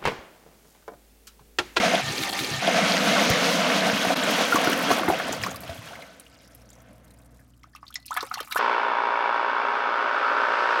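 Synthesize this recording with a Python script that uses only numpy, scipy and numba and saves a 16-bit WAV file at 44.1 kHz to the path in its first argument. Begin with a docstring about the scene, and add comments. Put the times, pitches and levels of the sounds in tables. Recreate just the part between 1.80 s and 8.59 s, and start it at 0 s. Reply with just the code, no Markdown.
"""Half a second of rushing water and gulps plays backwards, then a toilet flushes, heard from just above the bowl.
Filtered noise and bubble clouds rush and roar in the bowl; decaying tones gulp as the siphon breaks.
The refill trickles and fizzes out over a mains hum of two wavering sines and faint noise.
A hand then splashes in the trap: gliding bubble tones, droplets and noise spray. A short splice dips the sound."""
import sys
import numpy as np
from scipy import signal
from scipy.fft import rfft, irfft
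from scipy.io import wavfile
from scipy.ndimage import uniform_filter1d
from numba import njit

SR = 44100
rng = np.random.default_rng(int(sys.argv[2]) if len(sys.argv) > 2 else 0)


def level_to_linear(level):
    """Convert decibel levels to linear amplitude factors, elementwise."""
    exponent = np.asarray(level, float) / 20
    return 10 ** exponent


def materialize(psi):
    """Save the field psi as 16-bit PCM at rate SR to the path in sys.argv[1].

    A 1-D psi becomes a single channel; in a 2-D psi each row is a channel.
    """
    bounded = np.clip(np.atleast_2d(psi).T, -1, 1)
    quanta = np.round(bounded * 32767).astype(np.int16)
    wavfile.write(sys.argv[1], SR, quanta)


N = 299439


def level(x, db):
    """Set the rms level."""
    return x * level_to_linear(db) / np.sqrt(np.mean(x ** 2))


def colour(x, points):
    """Filter by (Hz, dB) points joined on a log axis."""
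    hz, db = np.transpose(points)
    axis = np.log(np.arange(N // 2 + 1) * SR / N + 1)
    return irfft(rfft(x) * level_to_linear(np.interp(axis, np.log(hz), db)), N)


def ring(x, hz, width_hz):
    """One resonance, gain 1 at the centre."""
    return signal.lfilter(*signal.iirpeak(hz, hz / width_hz, fs=SR), x)


def walk(rate_hz):
    """Random levels held 1 / rate_hz and slewed twice; spread near 1."""
    k = int(SR / rate_hz)
    steps = np.repeat(rng.standard_normal(N // k + 1), k)
    return 1.48 * uniform_filter1d(uniform_filter1d(steps, k), k)[:N]


def curves(rows):
    """Columns joined by straight lines in time."""
    s, *columns = np.transpose(rows)
    return [np.interp(np.arange(N) / SR, s, c) for c in columns]


@njit
def bubbles(count, s, peak, hz, cycles, glide, swell, hold):
    """Each bubble swells in a few cycles, dies 20 dB in its cycles (late if hold nears 1), pitch moves by glide."""
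    out = np.zeros(count)
    for k in range(len(s)):
        span = cycles[k] * SR / hz[k]
        start = int(s[k] * SR)
        phase = 0.
        for i in range(min(int(2.5 * span), count - start)):
            age = i / span
            phase += min(hz[k] * (1 + glide[k] * age) / SR, .45)
            fade = np.exp(-2.3 * age * (1 - hold + hold * age))
            out[start + i] += peak[k] * min(phase / swell, 1.) * fade * np.sin(2 * np.pi * phase)
    return out


def played(rows, glide, swell):
    """Bubbles from rows of start in seconds, level in dB, pitch in Hz, decay in cycles."""
    s, db, hz, cycles = np.transpose(rows)
    return bubbles(N, s, level_to_linear(db), hz, cycles, glide + 0 * s, swell, 0.)


def swarm(rate, mid_hz, octaves, scatter_db, cycles, glide):
    """Bubbles at random moments; pitch scatters round mid_hz, a few are much louder than the rest."""
    chance = rng.random((N // 8, 5))
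    at = np.arange(N // 8) * 8
    born = chance[:, 0] < rate[at] * 8 / SR
    hz = np.clip(mid_hz[at] * 2 ** (octaves * (chance[:, 1] + chance[:, 2] - 1)), 60, 15500)
    size = level_to_linear(-scatter_db * np.log(chance[:, 3] + 0.00071))
    span = cycles * (.5 + chance[born, 4])
    return bubbles(N, at[born] / SR, size[born], hz[born], span, glide * chance[born, 4], 1.56, 0.)


def bursts(s, db, decay_s, hz, width_hz):
    """Puffs of noise that build in a third of their decay time, in one broad band."""
    hits = np.zeros(N)
    hits[(s * SR).astype(int)] = level_to_linear(db)
    hits = signal.lfilter([1], [1, -np.exp(-1 / (decay_s * SR))], hits)
    hits = signal.lfilter([3 / (decay_s * SR)], [1, -np.exp(-3 / (decay_s * SR))], hits)
    return ring(ring(hits * rng.standard_normal(N), hz, width_hz), hz, width_hz)


def specks(s, db, hz, cycles):
    """Each drop breaks into eight tiny bubbles near its own pitch, weaker the later they come."""
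    spread_s, octaves = 0.0049, 0.34
    chance = rng.random((len(s), 8, 3))
    late = -np.log(chance[..., 0] + .02)
    pitch = hz[:, None] * 2 ** (octaves * (chance[..., 1] + chance[..., 2] - 1))
    rows = [s[:, None] + spread_s * late, db[:, None] - 2.8 * late, np.minimum(pitch, 15500), cycles + 0 * late]
    return played(np.transpose([r.ravel() for r in rows]), glide=.15, swell=1.1)


# Rushing water. Each row: time in seconds, flow in dB, brightness in dB per octave.
FLOW = [(.5, -34, -3.5), (.58, -34.5, 5), (.67, -35.5, 4.5), (.78, -33, 3.5), (.85, -25.5, 0.5),
        (.9, -23, 0.07), (1.4, -21.5, 0.5), (1.95, -23, 0.2), (2.02, -25, 0.5), (2.07, -22.5, 0),
        (2.19, -25.5, 0.8), (2.3, -23.5, -0.2), (2.63, -23, -0.3), (2.7, -26, 0.6), (2.85, -23, -0.8),
        (3.02, -25.5, -0.5), (3.12, -23.5, -0.5), (3.26, -28, -2), (3.38, -28, -0.5), (3.6, -33.5, -0.5),
        (3.64, -31, 1.5), (3.7, -34.5, 0), (3.8, -42.5, -0.5), (3.91, -38.5, 1), (4.0, -42.5, 1.5),
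        (4.09, -41.5, 1.5), (4.2, -43, 0.1), (4.45, -54.5, 0.5), (4.75, -57.5, -1), (5.05, -55, -2),
        (5.5, -61, -3), (5.85, -70, 0.5)]
# Water spectrum before the voices are levelled. Each row: frequency in Hz, gain in dB.
WATER_COLOUR = [(35, -41), (70, -16), (121, -12.5), (189, 0), (300, -1.5), (375, -10), (467, -2.5),
                (646, 0.5), (810, -6), (1520, -6.5), (2770, -8.5), (6400, -18), (7600, -27.5), (16000, -34)]
# Air in bowl and trap. Each row: pitch in Hz, width in Hz, gain over the water in dB, gain added once empty in dB.
BOWL_NOTES = [(191, 47, 8, -11.5), (269, 60, -2, 1.5), (489, 78, -0.5, -2.5), (659, 50, 2, -3.5),
              (707, 16, -0.5, -1), (1321, 31, -8, 4), (1520, 33, -5.5, 6.5), (2140, 36, -2, -6),
              (3290, 38, -5.5, 5.5)]
# Crossovers between the water's voices, in Hz.
CROSS_HZ = (140, 900, 2600, 7000)
# Pipe rumble, bowl roar, gurgle, rush, spray.
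# Each row: centre in Hz, level at full flow in dB, dB gained per dB of flow.
VOICES = [(90, -55, .5), (454, -26.5, 1.0), (1514, -27.5, 1.07), (4300, -29.5, 1.24), (10500, -43, 1)]


def rush():
    """Churning noise and a cloud of bubbles ring the bowl; rumble, roar, gurgle, rush and spray follow the flow."""
    full_flow_db, pivot_hz, tilt_top_octaves = -22.5, 1517, 2.5
    boom_s, boom_rise_s, boom_hold_s, boom_fall_s, boom_db = 3.34, 0.34, 0.45, .15, 16.5
    flat, t = np.ones(N), np.arange(N) / SR
    flow_db, tilt_db = curves(FLOW)
    over_db = flow_db - full_flow_db
    empty = t >= 2.2  # the bowl has emptied

    # a thin flow breaks into surges
    surge_db = np.clip(0.1 - 2.5 * over_db, 0, 1) * walk(28.16)
    churn = 0
    for hz in 45 * 2 ** np.arange(0, 8.5, .5):
        churn = churn + level_to_linear(surge_db + 2.0 * walk(30.0)) * ring(rng.standard_normal(N), hz, hz / 2)
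    cloud = swarm(4500 * flat, 1200 * flat, octaves=3.5, scatter_db=3.0, cycles=7.84, glide=0.33)
    water = colour(level(churn, -4) + level(np.diff(cloud, prepend=0), -9.0), WATER_COLOUR)

    # each note swells and sinks as the water heaves
    notes = 0
    for hz, width_hz, db, empty_db in BOWL_NOTES:
        notes = notes + level_to_linear(db + empty_db * empty + 2 * walk(13)) * ring(water, hz, width_hz)
    water = water + notes

    lows = [signal.sosfiltfilt(signal.butter(4, hz, fs=SR, output="sos"), water) for hz in CROSS_HZ]
    parts = np.diff([0 * water, *lows, water], axis=0)
    voices = []
    for part, (hz, db, follow) in zip(parts, VOICES):
        bright_db = tilt_db * min(np.log2(hz / pivot_hz), tilt_top_octaves)
        voices.append(level_to_linear(db + follow * over_db + bright_db) * level(part, 0))

    # the drain pipe booms while the siphon breaks
    boom = np.interp(t, boom_s + np.cumsum([0, boom_rise_s, boom_hold_s, boom_fall_s]), [0, 1, 1, 0])
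    stop = np.clip((5.85 - t) / 0.23, 0, 1)  # the refill valve shuts
    return stop * (level_to_linear(boom_db * boom) * voices[0] + sum(voices[1:]))


# Mains hum. Each row: frequency in Hz, level before waver and drift in dB.
HUM = [(59.5, -56), (119.5, -58.5)]
# Hum drift. Each row: time in seconds, gain in dB.
HUM_DRIFT = [(.5, 1), (4.2, -13), (4.8, 1.5), (5.6, 0.5), (6.8, -6.5)]
# Bathroom noise spectrum before levelling. Each row: frequency in Hz, gain in dB.
ROOM_COLOUR = [(30, -20.5), (60, -3.5), (185, -8.5), (256, -4.5), (310, -6), (365, -23), (600, -22),
               (800, -28), (1200, -23), (3200, -41), (6000, -41), (16000, -45.5)]


def room():
    """Mains hum, two sines wavering and drifting in level, over the steady coloured noise of the bathroom."""
    t = np.arange(N) / SR
    hum = sum(level_to_linear(db + 1.5 * walk(3)) * np.sin(2 * np.pi * hz * t) for hz, db in HUM)
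    quiet = level(colour(rng.standard_normal(N), ROOM_COLOUR), -61)
    return level_to_linear(curves(HUM_DRIFT)[0]) * hum + quiet


# Ticking drops and small bubbles. Each row: start in seconds, base level in dB, pitch in Hz.
TICKS = [(0.5894, -20, 2210), (0.591, -16, 3730), (0.6, -18, 3860), (0.646, -17, 4460), (1.495, -19, 6100),
         (1.502, -17.5, 5370), (1.5, -14, 11500), (2.37, -21, 13000), (2.4368, -17, 7360),
         (2.665, -25, 6440), (2.7568, -12.5, 6300), (2.9306, -18, 5650), (3.118, -19, 6300),
         (3.388, -30, 6700), (3.48, -27, 8500), (3.5247, -16, 6860), (3.528, -19, 6000), (3.547, -23, 4450),
         (3.615, -23, 2920), (3.636, -19, 5000), (3.706, -29, 6500), (3.6277, -22, 6900),
         (3.6366, -22, 2270), (3.663, -20.5, 6020), (3.712, -23.5, 6550), (3.7594, -24, 11700),
         (3.8062, -25, 12200), (3.7605, -28, 4730), (3.832, -34, 1800), (3.835, -32, 4500),
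         (3.877, -30, 3200), (3.897, -39, 1900), (3.9, -37, 5000), (4.02, -37, 2020), (4.087, -32, 2880),
         (4.22, -39, 4000), (4.545, -45, 4400), (5.105, -53, 4500), (5.28, -49, 4200), (5.372, -51, 4600),
         (3.8952, -29, 3700), (4.0741, -35, 3600), (4.132, -35, 1520), (4.1545, -30, 2110),
         (4.2223, -32, 2080), (4.3983, -26, 9550), (4.465, -39, 2820), (4.62, -53, 3840), (4.63, -48, 9500),
         (4.647, -43, 5400), (4.6755, -42, 5500), (4.679, -47, 11000), (4.7097, -45, 9270),
         (4.712, -52, 5600), (4.721, -49, 5200), (4.733, -48, 5600), (4.817, -45, 5330), (4.82, -46, 9500),
         (4.857, -49, 5600), (4.88, -57, 11500), (4.916, -48, 3600), (5.003, -45, 6000), (5.085, -53, 6500),
         (4.7497, -30.5, 11800), (4.8906, -41, 5670), (4.903, -35, 7100), (4.931, -36, 6450),
         (4.9536, -43, 5860), (4.9861, -45, 6140), (5.1302, -46, 10100), (5.306, -40.5, 8760),
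         (5.3396, -44, 9450), (5.3866, -46, 7900), (5.447, -47, 8530), (5.592, -47, 1630),
         (5.6104, -53, 1630), (5.31, -48, 4030), (5.4226, -52, 3900), (5.7364, -55, 2940),
         (5.7036, -48.5, 7240)]
# Fine bubbles and spray. Each row: time in seconds, middle pitch in Hz, bubble gain in dB, spit gain in dB.
FIZZ = [(.5, 3830, -26.5, -30.5), (.85, 5160, -33, -59), (2.8, 9300, -37, -33), (3.8, 9000, -72, -48.5),
        (4.3, 4400, -57, -60), (4.6, 4900, -53, -62), (5.0, 6500, -66, -63.5), (5.4, 5640, -70.5, -61),
        (6.2, 5420, -63.5, -71.5), (6.35, 4640, -39, -50.5), (6.8, 4540, -62, -47)]
# Coarse and fine spray. Each row: centre in Hz, width in Hz, base level in dB.
SPIT_BANDS = [(8500, 9300, -1), (12300, 10000, -2)]


def ticks():
    """Drops click and ring; tiny bubbles burst and spray spits between them."""
    s, db, hz = np.transpose(TICKS)
    cycles = 11 * (hz / 2000) ** -.15
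    drops = played(np.transpose([s, db + 1.5, hz, cycles]), glide=0.03, swell=3.2)
    clicks = played(np.transpose([s, db + 0.5, hz, 0 * s + 1]), glide=.3, swell=0.34)
    clicks = clicks + bursts(s, db - 16.5, 0.0038, 10000, 20000) + specks(s, db - 8, hz, cycles=7.3)

    fizz_hz, fizz_db, spit_db = curves(FIZZ)
    bubbles_per_s, spits_per_s = 330, 85  # spits: in each band
    fizz = swarm(bubbles_per_s + 0 * fizz_hz, fizz_hz, octaves=1.233, scatter_db=2.0, cycles=12.4, glide=0.23)
    spits = 0
    for hz, width_hz, band_db in SPIT_BANDS:
        when, size = rng.random((2, int(spits_per_s * N / SR)))
        spits = spits + bursts(when * N / SR, band_db - 3.2 * np.log(size + 0.0067), 0.0028, hz, width_hz)

    flutter = level_to_linear(0.55 * walk(600))  # jostled in moving water
    return flutter * drops + clicks + level_to_linear(fizz_db) * fizz + level_to_linear(spit_db) * spits


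# Big air pockets swallowed by the flow.
# Each row: start in seconds, base level in dB, pitch in Hz, decay in cycles.
GULPS = [(0.823, -20, 714, 7.8), (0.877, -9.5, 649, 12), (0.889, -17, 637, 11), (.945, -22.5, 620, 6.5),
         (.966, -15, 560, 6.2), (.985, -15, 680, 9.7), (1.095, -15, 660, 10), (1.125, -18, 610, 10),
         (1.235, -20, 690, 13), (1.318, -17.5, 635, 32), (1.685, -19, 690, 16), (1.93, -20, 640, 7.9),
         (2.065, -14.5, 693, 11), (2.13, -18.5, 193, 6.1), (2.249, -9.5, 654, 4.2), (2.27, -14, 217, 2.6),
         (2.284, -20, 2130, 13), (2.304, -9.5, 674, 6), (2.609, -6.5, 624, 2.5), (2.7238, -8.5, 1320, 14),
         (2.728, -19, 690, 7), (2.742, -13, 1320, 5.6), (2.758, -17, 1430, 7), (2.77, -16, 1020, 9.4),
         (2.744, -9.5, 267, 3.1), (2.758, -7.5, 1070, 7.3), (2.774, -22.5, 259, 2.9),
         (2.804, -16, 694, 6.9), (2.873, -7.5, 277, 2.1), (2.873, -14.5, 1380, 9.8), (2.895, -14, 398, 3.8),
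         (2.968, -23, 257, 3.4), (3.1045, -9, 680, 4.7), (3.1109, -5, 414, 2), (3.113, -9.5, 1000, 6.1),
         (3.114, -19, 1600, 7.3), (3.18, -13, 557, 2.9), (3.196, -10.5, 755, 2.5), (3.21, -18.5, 302, 4),
         (3.233, -11.5, 1140, 5.5), (3.2819, -7.5, 870, 4), (3.2835, -8.5, 316, 4), (3.287, -18, 1270, 8),
         (3.3, -9, 750, 8.6), (3.302, -15, 350, 4.6), (3.322, -17, 690, 8.9), (3.334, -17, 680, 9),
         (3.399, -14, 1560, 6), (3.4, -21, 720, 4.3), (3.492, -16.5, 530, 4), (3.511, -24, 323, 2.6),
         (3.531, -21, 795, 5.6), (3.637, -12, 1800, 5.7), (3.671, -18.5, 1180, 11),
         (3.664, -17.5, 1040, 10.4), (3.679, -27, 380, 3.9), (3.715, -26, 700, 5), (3.745, -31, 1115, 15),
         (3.833, -30, 650, 8.3), (3.893, -27.5, 623, 16), (3.92, -33, 636, 9.1), (3.955, -32, 614, 6.3),
         (4.028, -38, 626, 5), (4.076, -40, 637, 7), (4.12, -34, 630, 8.8), (4.225, -41, 675, 9),
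         (4.108, -32, 794, 7.9), (4.136, -33, 1050, 4.8), (4.19, -37, 690, 8.9)]
# Dull thuds in the drain pipe. Each row: start in seconds, level in dB, pitch in Hz.
THUDS = [(0.604, -28.5, 133), (.71, -24, 137), (0.736, -26, 127), (0.774, -26, 130), (2.85, -35, 110),
         (3.115, -36.5, 98), (3.28, -30.5, 90), (3.501, -37, 111), (3.591, -32, 109), (3.619, -29, 106),
         (3.731, -35, 99), (3.889, -28, 85), (3.98, -32, 108)]


def gulps():
    """A swallowed pocket rings, the water slaps shut over it and throws spray; slugs of water thud in the pipe."""
    s, db = np.transpose(GULPS)[:2]
    pockets = level_to_linear(-0.35) * played(GULPS, glide=0.14, swell=0.76)
    slap = bursts(s, db + 2.5, 0.002, 800, 1000)
    spray = bursts(s, db - 26.0, 0.0064, 11000, 8100)
    thud_cycles = 3.5
    thuds = played([(*row, thud_cycles) for row in THUDS], glide=0.066, swell=0.69)
    return pockets + slap + spray + thuds


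# Hollow note of the rim channels before the siphon starts.
# Each row: pitch in Hz, width in Hz, level before flutter in dB.
RIM_NOTES = [(314, 124, -42), (790, 96, -43.5), (1204, 23, -45.5), (1800, 42, -47), (2270, 300, -41.5),
             (2666, 29, -52), (3700, 53, -59), (4000, 110, -47), (4400, 200, -49.5)]


def rim():
    """Air-filled channels whistle hollowly, as fluttering noise resonances, until the water floods them."""
    end_s, fade_s = 0.846, 0.033
    notes = 0
    for hz, width_hz, db in RIM_NOTES:
        notes = notes + level_to_linear(3.6 * walk(23.3)) * level(ring(rng.standard_normal(N), hz, width_hz), db)
    return notes * np.clip((end_s - np.arange(N) / SR) / fade_s, 0, 1)


# One slug of water. Single row: level in dB, pitch in Hz, decay in cycles.
THUMP = (-8.5, 153, 1.35)


def thump():
    """A slug of water hits the trap: one low, falling tone that dies within a few cycles."""
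    start_s = 1.5015
    return played([(start_s, *THUMP)], glide=-0.19, swell=0.3)


# Bubbles the hand traps.
# Each row: start in seconds, level in dB, pitch in Hz, decay in cycles, pitch rise as a share.
SPLASHES = [(5.833, -44.5, 2160, 13, -0.047), (5.841, -37, 1150, 6.6, 0.14), (5.872, -54.5, 700, 9, -0.08),
            (5.935, -53, 1650, 22, .3), (5.95, -34, 1150, 8.7, 0.1), (5.96, -48, 1150, 10, .1),
            (5.98, -56, 1140, 11, 0.17), (6.029, -33.5, 1107, 12, 0.12), (6.037, -47, 1140, 12, -0.009),
            (6.04, -54, 1600, 12, .2), (6.103, -45, 1165, 22, 0.51), (6.12, -59, 1660, 16, .05),
            (6.157, -25, 2040, 17, -0.098), (6.307, -23.5, 893, 20, 0.85), (6.319, -26, 1360, 24, -0.04),
            (6.329, -35, 851, 20.4, .5), (6.35, -25, 1420, 5.9, -0.035), (6.3646, -17.5, 900, 5.1, 0.16),
            (6.3655, -18, 2050, 6.7, -0.048), (6.367, -31, 714, 22, 0.098), (6.37, -20, 1060, 23, 0.68),
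            (6.371, -23.5, 1704, 50, 0.0048), (6.401, -31, 1100, 12, 0.098), (6.41, -28, 1210, 14, 0.28),
            (6.428, -23.5, 1010, 11, 0.15), (6.429, -22, 350, 2.9, 0.73), (6.437, -43, 513, 17, .1),
            (6.445, -49, 805, 12, 0.0012), (6.451, -54, 1600, 14, -0.066), (6.47, -46, 1350, 33, -0.054),
            (6.509, -36, 1110, 8.6, 0.041), (6.5134, -17.5, 1220, 9, 0.22), (6.512, -38, 700, 15, .15),
            (6.511, -43, 2060, 12, .05), (6.54, -20.5, 1390, 4.9, -0.031), (6.556, -29, 1150, 11, -0.038),
            (6.556, -33, 1950, 12, .1), (6.572, -30.5, 693, 29, 1.9), (6.592, -29, 1780, 14, -0.12),
            (6.602, -19.5, 1310, 5.7, -0.097), (6.607, -24, 385, 3, 0.8), (6.62, -41, 1130, 20, .1),
            (6.645, -52, 1200, 20, -0.0085), (6.674, -32.5, 1130, 4.8, 0.15), (6.683, -44, 1040, 25, 0.45),
            (6.702, -40, 1050, 14, 0.022), (6.711, -30, 1360, 17, -0.048), (6.721, -25.5, 1330, 12, 0.61),
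            (6.725, -24, 1990, 14, 0.43), (6.746, -31, 1170, 13, 0.21), (6.757, -17.5, 384, 2.5, 0.81),
            (6.7587, -16, 908, 11.4, 0.31), (6.7619, -11.5, 1230, 11, 0.5), (6.772, -17, 1060, 6.8, 0.2),
            (6.775, -21, 1660, 14, 0.12), (6.782, -35, 1100, 10, .1)]
# Droplets the hand throws. Each row: start in seconds, level in dB, pitch in Hz, fine spray base level in dB.
DROPLETS = [(5.832, -44.5, 2900, -59), (5.834, -42.5, 5500, -64), (5.9324, -49, 4730, -72),
            (5.95, -35.5, 5370, -51), (5.9604, -33.5, 2600, -44), (6.0282, -48, 5060, -64),
            (6.067, -36, 3600, -63), (6.08, -31.5, 4440, -54), (6.1054, -46, 5350, -44),
            (6.126, -36, 3290, -62), (6.1413, -29, 3240, -29), (6.1557, -15, 5240, -55),
            (6.2, -44, 4140, -56), (6.227, -43, 4150, -62), (6.149, -47, 2250, -60),
            (6.081, -48, 5040, -60), (6.058, -53, 6700, -62), (6.257, -37, 5060, -42),
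            (6.261, -37, 5120, -32.5), (6.2657, -43, 5030, -35), (6.2807, -30, 4200, -54),
            (6.281, -36, 2500, -60), (6.302, -40, 3200, -55), (6.297, -46, 3200, -54),
            (6.3085, -27, 6350, -35), (6.329, -34, 3520, -44), (6.341, -33, 4340, -28.5),
            (6.366, -28.5, 3200, -27), (6.371, -21, 3340, -27), (6.4069, -19, 3970, -51),
            (6.426, -28, 5100, -35), (6.4644, -53, 2460, -38), (6.529, -44, 6760, -53),
            (6.54, -18, 4300, -29), (6.572, -32, 3470, -49), (6.58, -26, 2770, -43),
            (6.6034, -21.5, 3020, -29.5), (6.629, -31, 4200, -40), (6.6554, -38, 6860, -54),
            (6.674, -39, 2280, -62), (6.71, -29, 3800, -32), (6.714, -26, 4500, -45),
            (6.719, -23, 2900, -45), (6.723, -18.5, 3850, -30), (6.747, -32, 3680, -28),
            (6.724, -26, 5900, -34), (6.765, -27, 6860, -30), (6.78, -25, 5500, -30.5),
            (6.5422, -20.5, 5650, -39), (6.604, -25, 5240, -36), (6.407, -27, 5600, -47),
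            (6.428, -31, 7450, -44), (6.536, -35, 4800, -55), (6.696, -55, 9000, -46),
            (6.757, -36, 3580, -25), (6.772, -22, 2650, -29), (6.773, -30, 3880, -41),
            (6.762, -29, 5300, -40)]
# Air between hand and porcelain. Each row: pitch in Hz, width in Hz, gain before flutter in dB.
TRAP_NOTES = [(690, 28, -12), (1170, 23, -12.5), (1994, 11, -2.5), (4150, 37, -14)]


def hand():
    """Trapped bubbles, droplets and spray; a gurgle of small bubbles fills the gaps, the air round the hand rings."""
    s, db, hz, cycles, rise = np.transpose(SPLASHES)
    big = bubbles(N, s, level_to_linear(db), hz, cycles, rise, 1.4, 0.55)

    # each trapped bubble sets the water round the fingers gurgling
    stir_db, stir_decay_s = -26, 0.024
    stir = np.zeros(N)
    stir[(s * SR).astype(int)] = level_to_linear(db + stir_db)
    stir = signal.lfilter([1], [1, -np.exp(-1 / (stir_decay_s * SR))], stir)
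    flat = np.ones(N)
    gurgle = level(swarm(900 * flat, 1500 * flat, octaves=1.35, scatter_db=2.0, cycles=8.6, glide=.5), 0)

    s, db, hz, spray_db = np.transpose(DROPLETS)
    small = played(np.transpose([s, db, hz, 0 * s + 14.7]), glide=0.039, swell=5.9)
    clicks = played(np.transpose([s, db - 4.5, hz, 0 * s + 2.8]), glide=0.24, swell=0.84)
    spray = bursts(s, db - 10, 0.0058, 3950, 3600) + bursts(s, spray_db + 4.0, 0.0023, 11300, 6300)
    spray = spray + specks(s, db - 8.5, hz, cycles=6.9) + clicks

    flutter = level_to_linear(0.55 * walk(500))  # jostled in moving water
    water = flutter * (big + small) + spray + stir * gurgle
    return water + sum(level_to_linear(db + 3.0 * walk(90)) * ring(water, hz, width_hz) for hz, width_hz, db in TRAP_NOTES)


def porcelain(x, t60_s, wet_db):
    """Dense short echoes of the bowl and tiled walls, duller than the direct sound."""
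    t = np.arange(SR // 3) / SR
    tail = rng.standard_normal(len(t)) * np.exp(-np.log(1000) * t / t60_s) * (t > .002)
    tail = signal.lfilter([1], [1, -.5], tail)
    return x + level_to_linear(wet_db) * signal.fftconvolve(x, tail / np.sqrt(np.sum(tail ** 2)))[:N]


def scene():
    """Gulps, ticks and thump share one set of echoes, the hand has its own; rush, rim and room stay dry."""
    near = porcelain(ticks() + gulps() + thump(), t60_s=0.043, wet_db=-10.5)
    splashing = porcelain(hand(), t60_s=0.087, wet_db=-13)  # close bubbles echo less
    return (rush() + room() + near + rim() + splashing)[None]


def low_pass(x):
    """Removes everything above the highest recorded frequency."""
    return signal.sosfilt(signal.butter(12, 16510, fs=SR, output="sos"), x)


def record(dry):
    """A small microphone without deep bass or top; the next half second opens reversed and each join dips."""
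    bottom_hz, top_hz = 50, 15900
    turn_s, splice_s, fade_s = .51442, 2.350, .014
    heard = signal.sosfilt(signal.butter(4, bottom_hz, "high", fs=SR, output="sos"), dry)
    heard = signal.sosfilt(signal.ellip(8, .2, 70, top_hz, fs=SR, output="sos"), heard)
    turn = int(turn_s * SR)
    backwards = heard[:, turn:2 * turn][:, ::-1]
    mix = np.concatenate([backwards, heard[:, turn:]], axis=1)
    t = np.arange(N) / SR
    mix = mix * np.clip(abs(t - splice_s) / fade_s, .03, 1)
    mix = mix * np.clip(abs(t - turn_s) / fade_s, .5, 1)
    return low_pass(mix)


dry = scene()
out = record(dry)
materialize(out)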